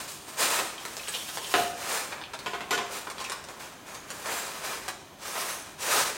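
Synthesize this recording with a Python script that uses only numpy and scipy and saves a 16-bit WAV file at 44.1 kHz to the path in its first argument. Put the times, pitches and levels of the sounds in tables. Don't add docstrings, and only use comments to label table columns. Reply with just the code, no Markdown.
import sys
import numpy as np
from scipy import signal
from scipy.fft import rfft, irfft, next_fast_len
from scipy.io import wavfile

SR = 44100
rng = np.random.default_rng(int(sys.argv[2]) if len(sys.argv) > 2 else 0)


def wav_out(sig):
    wavfile.write(sys.argv[1], SR, np.round(np.clip(np.atleast_2d(sig).T, -1, 1) * 32767).astype(np.int16))


N = 272079
TIME = np.arange(N) / SR
TAIL = TIME[:SR * 4 // 5]

# frequency in Hz, relative level in dB.
ROOM_TONE = [(15, -20), (25, -6), (91, -2.5), (178, -1), (349, -1), (410, -1), (457, -17), (509, -4.5),
             (762, -4.5), (2700, -20), (3000, -11.5), (5730, -23.5), (6210, -14.5), (7100, -27),
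             (15500, -25.5)]
# frequency in Hz, time to fall 60 dB in seconds.
ROOM_DECAY = [(150, 1), (400, 0.88), (1000, 0.67), (2800, 0.62), (7000, 0.62), (14000, 0.27)]
# pitch in Hz, relative level in dB, undamped time to fall 60 dB in seconds.
POLE_MODES = [(214.5, -12.5, 0.53), (398, -6, 0.89), (440, -1, 0.21), (704, -3.5, 0.95), (730, -12.5, 1),
              (1028, -4, 0.32), (1196, -22, 0.25), (1462, -2.5, 0.2), (2370, -12.5, 0.61)]
# start and end in seconds, pitch and width in Hz, level in dB.
SQUEALS_AND_RINGS = [(1.075, 1.115, 8400, 1200, -38), (1.17, 1.26, 3330, 800, -44),
                     (1.38, 1.48, 3230, 800, -45), (3.88, 4.06, 6620, 300, -54),
                     (4.29, 4.5, 7620, 220, -43.5), (4.3, 4.45, 13600, 250, -49),
                     (5.24, 5.66, 6379, 110, -50), (5.25, 5.62, 9480, 170, -52),
                     (5.28, 5.66, 10290, 120, -52), (5.3, 5.62, 11100, 170, -54),
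                     (5.25, 5.6, 12000, 250, -53), (5.25, 5.6, 14600, 250, -54),
                     (5.8, 5.86, 7850, 240, -41), (5.85, 6.1, 13400, 300, -46)]
# start in seconds, drive in dB, chatter in ms, strongest ring in Hz.
COLLAR_CREAKS = [(0.78, -43, 4.3, 3280), (0.993, -42.5, 7, 2540), (1.034, -46.3, 4.4, 3100),
                 (1.073, -40.5, 8, 3060), (1.139, -33, 11, 3100), (1.444, -40, 9, 3200),
                 (2.2384, -42.5, 1.4, 2850), (3.245, -40, 12, 2580)]
# start in seconds, drive in dB, contact time in ms, chatter in ms,
# strongest ring in Hz.
JAW_CLICKS = [(.079, -45.5, .04, 4.9, 7350), (.5895, -34, 0.24, 4, 2860), (.8525, -39.5, 0.033, 1.5, 1300),
              (.968, -41, 0.037, 0.69, 5200), (1.083, -38.5, .04, 6.6, 8300),
              (1.1503, -41.5, 0.054, 1.1, 5500), (1.283, -41.5, .06, 13, 3300),
              (1.3725, -36, 0.14, 1.8, 1050), (2.121, -36, 0.39, 9.5, 2380), (2.2145, -40.5, 0.34, 2, 3470),
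              (2.335, -37.5, 0.17, 9.7, 980), (2.39, -45, 0.055, 4.7, 4270), (3.07, -37, 0.45, 4.9, 1030),
              (3.1, -40, 0.075, 5.5, 1070), (3.182, -41.5, 0.21, 5.3, 3120),
              (3.201, -37.5, 0.13, 13.4, 1056), (3.2416, -42, .1, 8.5, 5700),
              (3.298, -37.5, 0.13, 2.8, 8700), (3.319, -36, 0.087, 5, 1120),
              (3.441, -48.5, 0.11, 2.6, 5370), (3.486, -45.5, .11, 8.1, 1000),
              (3.947, -44.5, 0.14, 7.3, 5970), (4.104, -40.5, 0.11, 3.4, 6800),
              (4.259, -41.5, 0.13, 3.9, 930), (4.881, -34.5, 0.069, 8.1, 1015)]
# start in seconds, drive in dB,
# contact time in ms, chatter in ms, strongest ring in Hz.
TUBE_KNOCKS = [(0.591, -36.5, 0.74, 11, 328), (1.54, -24, 0.37, 1.1, 1270), (1.582, -30, 0.92, 4.6, 760),
               (2.461, -34.5, 0.32, 5.8, 1056), (2.533, -35.5, 0.42, 11, 1030),
               (2.607, -39, 0.36, 3.5, 1090), (2.7078, -31.5, 0.18, 7.3, 1060),
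               (2.728, -33.5, 0.2, 15, 1486), (2.778, -34, 0.28, 3.8, 1090), (4.285, -40, .55, 9.7, 447),
               (5.352, -38, .6, 16, 646)]
PLASTIC_BANDS = [(390, 1690), (2150, 4460), (5000, 9400), (10000, 16000)]
TUBE_BANDS = [(290, 1530), (1850, 3560), (4500, 7600), (9500, 13000)]
# frequency in Hz, relative level in dB.
RUB_COLOUR = [(100, -19), (220, -12), (420, -2.5), (600, 1), (770, -1), (960, 1.5), (1300, -0.5), (1750, 0),
              (2100, -3.5), (2400, 0), (3100, -13), (8800, -14.5), (11000, -18), (16000, -21.5)]
# pitch in Hz, width in Hz, boost in dB.
TUBE_RESONANCES = [(423, 14, 3), (787, 14, 1), (1050, 11, 6), (1270, 39, 4.5)]
# start, rise and hold in seconds, rub level in dB, brightness in dB.
PALM_STROKES = [(0, 0.0013, .005, -42, 0.5), (.06, 0.034, 0.018, -50, 8), (.26, 0.025, 0.08, -47, -0.2),
                (0.363, 0.038, 0.051, -31, 1.1), (.48, 0.026, 0.068, -31, -0.8),
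                (.74, 0.12, .22, -46.5, 1.5), (1.07, 0.061, 0.3, -47.5, 4.5), (1.41, .11, 0.08, -41, 4.5),
                (1.722, 0.1, 0.018, -39.5, -1), (1.8, 0.099, 0.066, -33.5, -1.1),
                (2.08, 0.054, .04, -42.5, -14), (2.38, .06, .44, -47.5, -7),
                (2.88, 0.038, 0.067, -40.5, -1), (3.1, 0.098, .12, -44.5, -6),
                (3.45, 0.049, .015, -46.5, -6), (3.58, 0.025, 0.039, -44, -3),
                (3.84, 0.045, 0.059, -45.5, -4), (4.04, 0.072, .13, -44.5, -1.5),
                (4.23, 0.036, 0.027, -36.5, -4.5), (4.28, 0.041, 0.056, -36, -0.5),
                (4.4, 0.073, 0.11, -41.5, -2), (4.61, 0.042, 0.082, -36, -2), (5.17, .11, .25, -39.5, 0),
                (5.3, 0.066, .07, -38, -1.2), (5.77, 0.062, 0.032, -37.5, 1.1),
                (5.822, 0.11, 0.06, -27, -1)]

PUSH_POWER, FADE_DB_PER_S = 1.25, 78.5
HISS_POWER, AIR_POWER = 1.04, 1.32
AIR_DB, AIR_FOLLOWS = -5, 1.2
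GRIP_RUB_DB, GRIP_HISS_DB, GRIP_AIR_DB = -57, -62.5, -68
PRESSURE_WAVER_DB, PRESSURE_WAVER_PER_S = 0.9, 22


def from_db(db):
    return 10 ** (np.asarray(db) / 20)


def unit_energy(x):
    return x / np.sqrt(np.sum(x ** 2) + 1e-20)


def rms_one(x):
    return unit_energy(x) * np.sqrt(len(x))


def at_hz(points, hz):
    table_hz, value = np.transpose(points)
    return np.interp(np.log(np.maximum(hz, 1)), np.log(table_hz), value)


def band(x, low_hz, high_hz, order=2):
    edges = [low_hz, min(high_hz, .45 * SR)]
    return signal.sosfilt(signal.butter(order, edges, "band", fs=SR, output="sos"), x + 1e-18)


def resonate(x, hz, width_hz, boost_db):
    peak = signal.lfilter(*signal.iirpeak(hz, hz / width_hz, fs=SR), x)
    return x + (from_db(boost_db) - 1) * peak


def coloured(x, spectrum):
    size = next_fast_len(N)
    curve = from_db(at_hz(spectrum, np.fft.rfftfreq(size, 1 / SR)))
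    return irfft(rfft(x, size) * curve, size)[:N]


def drift(per_s):
    knots = rng.standard_normal(4096)
    return rms_one(np.interp(TIME * per_s, np.arange(len(knots)), knots))


def add(out, start_s, sound):
    start = round(start_s * SR)
    out[start:start + len(sound)] += sound[:N - start]


def room_tone(level_db):
    return from_db(level_db) * rms_one(coloured(rng.standard_normal(N), ROOM_TONE))


def diffuse_tail():
    white = rng.standard_normal((2, len(TAIL)))
    edges = np.geomspace(70, 18000, 9)
    tail = np.zeros(len(TAIL))
    for k, (low, high) in enumerate(zip(edges, edges[1:])):
        t60 = at_hz(ROOM_DECAY, np.sqrt(low * high))
        tail += band(white[k % 2], low, high) * from_db(-60 * TAIL / t60)
    return unit_energy(tail * (1 - np.exp(-TAIL / 0.0021)))


def room_path(tail, early_db, early_s, late_db):
    direct = 1. * (TAIL == 0)
    echoes = rng.standard_normal(len(TAIL)) * (rng.random(len(TAIL)) < .12)
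    early = unit_energy(echoes * (TAIL > .002) * np.exp(-(TAIL / early_s) ** 2))
    return direct + from_db(early_db) * early + from_db(late_db) * tail


def pole_thud(level_db, low_hz, high_hz, t60_s):
    out = np.zeros(N)
    hardest_db = max(knock[1] for knock in TUBE_KNOCKS)
    for start, drive_db, *_ in TUBE_KNOCKS:
        boom = rms_one(band(rng.standard_normal(len(TAIL)), low_hz, high_hz))
        add(out, start, boom * from_db(level_db + drive_db - hardest_db - 60 * TAIL / t60_s))
    return out


def pole_ring(gain_db, favoured_db, spread_db, build_s, damping_db_per_s):
    out = np.zeros(N)
    hz, mode_db, t60 = np.transpose(POLE_MODES)[:, :, None]
    decay_db = (60 / t60 + damping_db_per_s) * TAIL
    attack = 1 - np.exp(-TAIL / build_s)
    for start, drive_db, *_, ring_hz in TUBE_KNOCKS:
        nearness = np.exp(-(np.log(hz / ring_hz) / .1) ** 2)
        scatter_db = spread_db * rng.standard_normal(hz.shape)
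        strength_db = drive_db + gain_db + mode_db + favoured_db * nearness + scatter_db
        tones = np.sin(2 * np.pi * (hz * TAIL + rng.random(hz.shape)))
        modes = from_db(strength_db - decay_db) * tones
        add(out, start, modes.sum(axis=0) * attack)
    return out


def squeals_and_rings(pitch_wander):
    out = np.zeros(N)
    for start, end, hz, width_hz, level_db in SQUEALS_AND_RINGS:
        progress = np.clip((TIME - start) / (end - start), 0, 1)
        swell = np.sqrt(np.abs(np.sin(np.pi * progress)))
        roughness = drift(width_hz) + 1j * drift(width_hz)
        phase = 2 * np.pi * np.cumsum(hz * (1 + pitch_wander * drift(30))) / SR
        out += from_db(level_db) * swell * np.real(roughness * np.exp(1j * phase))
    return out


def chatter(length_ms):
    age = TAIL * 1000 / length_ms
    touch = np.exp(-length_ms / 12) * (TAIL == 0)
    slips = rng.standard_normal(len(TAIL)) * (rng.random(len(TAIL)) < 2200 / SR)
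    return touch + .4 * slips * np.exp(-age ** 2) * (1 - np.exp(-10 * age))


def band_gains(bands, contact_ms, ring_hz, off_ring_db, top_db):
    centres = np.sqrt(np.prod(bands, axis=1))
    softness = 1 / np.sqrt(1 + (centres * contact_ms / 1000) ** 4)
    distance = np.abs(np.log(centres / ring_hz))
    trim_db = off_ring_db * (distance > distance.min()) + top_db * (centres == centres.max())
    return softness * from_db(trim_db)


def contacts(rows, bands, off_ring_db, top_db, ring_q, ring_db, core_width_hz, core_db, **room):
    out = np.zeros(N)
    tails = [diffuse_tail() for _ in range(4)]
    attack = TAIL < .025
    for k, (start, drive_db, contact_ms, chatter_ms, ring_hz) in enumerate(rows):
        path = room_path(tails[k % len(tails)], **room)
        hit = signal.fftconvolve(chatter(chatter_ms), path)[:len(TAIL)]
        hit = resonate(hit, ring_hz, ring_hz / ring_q, ring_db)
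        hit = resonate(hit, ring_hz, core_width_hz, core_db)
        gains = band_gains(bands, contact_ms, ring_hz, off_ring_db, top_db)
        for gain, (low, high) in zip(gains, bands):
            part = band(hit, low, high, order=3)
            add(out, start, from_db(drive_db) * gain * part / np.std(part[attack]))
    return out


def collar_creaks(contact_ms):
    rows = [(start, db, contact_ms, chatter_ms, hz) for start, db, chatter_ms, hz in COLLAR_CREAKS]
    return contacts(rows, PLASTIC_BANDS, off_ring_db=-25, top_db=-1, ring_q=7.2, ring_db=9,
                    core_width_hz=60, core_db=6.5, early_db=-1.0, early_s=0.027, late_db=-4.0)


def jaw_clicks():
    return contacts(JAW_CLICKS, PLASTIC_BANDS, off_ring_db=-4.0, top_db=-6.5, ring_q=5.5, ring_db=4.0,
                    core_width_hz=40, core_db=8, early_db=0.6, early_s=0.021, late_db=-3.3)


def tube_knocks():
    return contacts(TUBE_KNOCKS, TUBE_BANDS, off_ring_db=0.9, top_db=0.5, ring_q=12, ring_db=5.5,
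                    core_width_hz=25, core_db=8.0, early_db=2.9, early_s=0.031, late_db=-0.1)


def tube_wall(slips, ring_s, places=16):
    out = np.zeros(N)
    moments, spacing_s = np.linspace(0, TIME[-1], places, retstep=True)
    for moment in moments:
        crossfade = np.sqrt(np.maximum(1 - np.abs(TIME - moment) / spacing_s, 0))
        active = crossfade > 0
        modes = unit_energy(rng.standard_normal(len(TAIL)) * np.exp(-TAIL / ring_s))
        add(out, TIME[active][0], signal.fftconvolve((slips * crossfade)[active], modes))
    return band(out, 4300, 9800)


def stroke_envelopes():
    power = from_db([GRIP_RUB_DB, GRIP_HISS_DB, GRIP_AIR_DB])[:, None] ** 2 * np.ones(N)
    for start, rise_s, hold_s, level_db, bright_db in PALM_STROKES:
        age = TIME - start
        push = np.clip(age / rise_s, 0, 1) ** PUSH_POWER
        speed = push * from_db(-FADE_DB_PER_S * np.maximum(age - rise_s - hold_s, 0))
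        hollow = from_db(level_db) * speed
        hiss = from_db(level_db + bright_db) * speed ** HISS_POWER
        air = from_db(level_db + AIR_DB + AIR_FOLLOWS * bright_db) * speed ** AIR_POWER
        power += np.square([hollow, hiss, air])
    return np.sqrt(power) * from_db(PRESSURE_WAVER_DB * drift(PRESSURE_WAVER_PER_S))


def sliding_palms(slips_per_s, grain_db, smooth_db, judder_db, wall_ring_s, wall_db):
    sizes = from_db(grain_db * np.minimum(rng.exponential(1, N), 4)) * rng.choice([-1, 1], N)
    grain = rms_one(sizes * (rng.random(N) < slips_per_s / SR))
    smooth = from_db(smooth_db) * rng.standard_normal(N)
    slips = (grain + smooth) * from_db(judder_db * drift(90))
    rub = coloured(slips + from_db(wall_db) * tube_wall(slips, wall_ring_s), RUB_COLOUR)
    for hz, width_hz, boost_db in TUBE_RESONANCES:
        rub = resonate(rub, hz, width_hz, boost_db)
    hollow = band(rub, 113, 2660, order=4)
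    hiss = band(rub, 2924, 9780, order=5)
    air = band(rub, 9740, 21500, order=5)
    return sum(rms_one(part) * gain for part, gain in zip((hollow, hiss, air), stroke_envelopes()))


def scene():
    mix = sliding_palms(slips_per_s=5000, grain_db=1.0, smooth_db=0.5, judder_db=0.52,
                        wall_ring_s=0.01, wall_db=-7.5)
    mix += squeals_and_rings(pitch_wander=0.0025)
    mix += tube_knocks()
    mix += jaw_clicks()
    mix += collar_creaks(contact_ms=0.072)
    mix += pole_ring(gain_db=-3.5, favoured_db=9.5, spread_db=2.5, build_s=0.0015, damping_db_per_s=32)
    mix += pole_thud(level_db=-47.5, low_hz=80, high_hz=240, t60_s=1.0)
    mix += room_tone(level_db=-50.5)
    return np.stack([mix, mix])


def record(dry):
    thin = signal.sosfilt(signal.butter(3, 38, "high", fs=SR, output="sos"), dry)
    return signal.sosfilt(signal.ellip(12, .1, 90, 15900, fs=SR, output="sos"), thin)


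dry = scene()
out = record(dry)
wav_out(out)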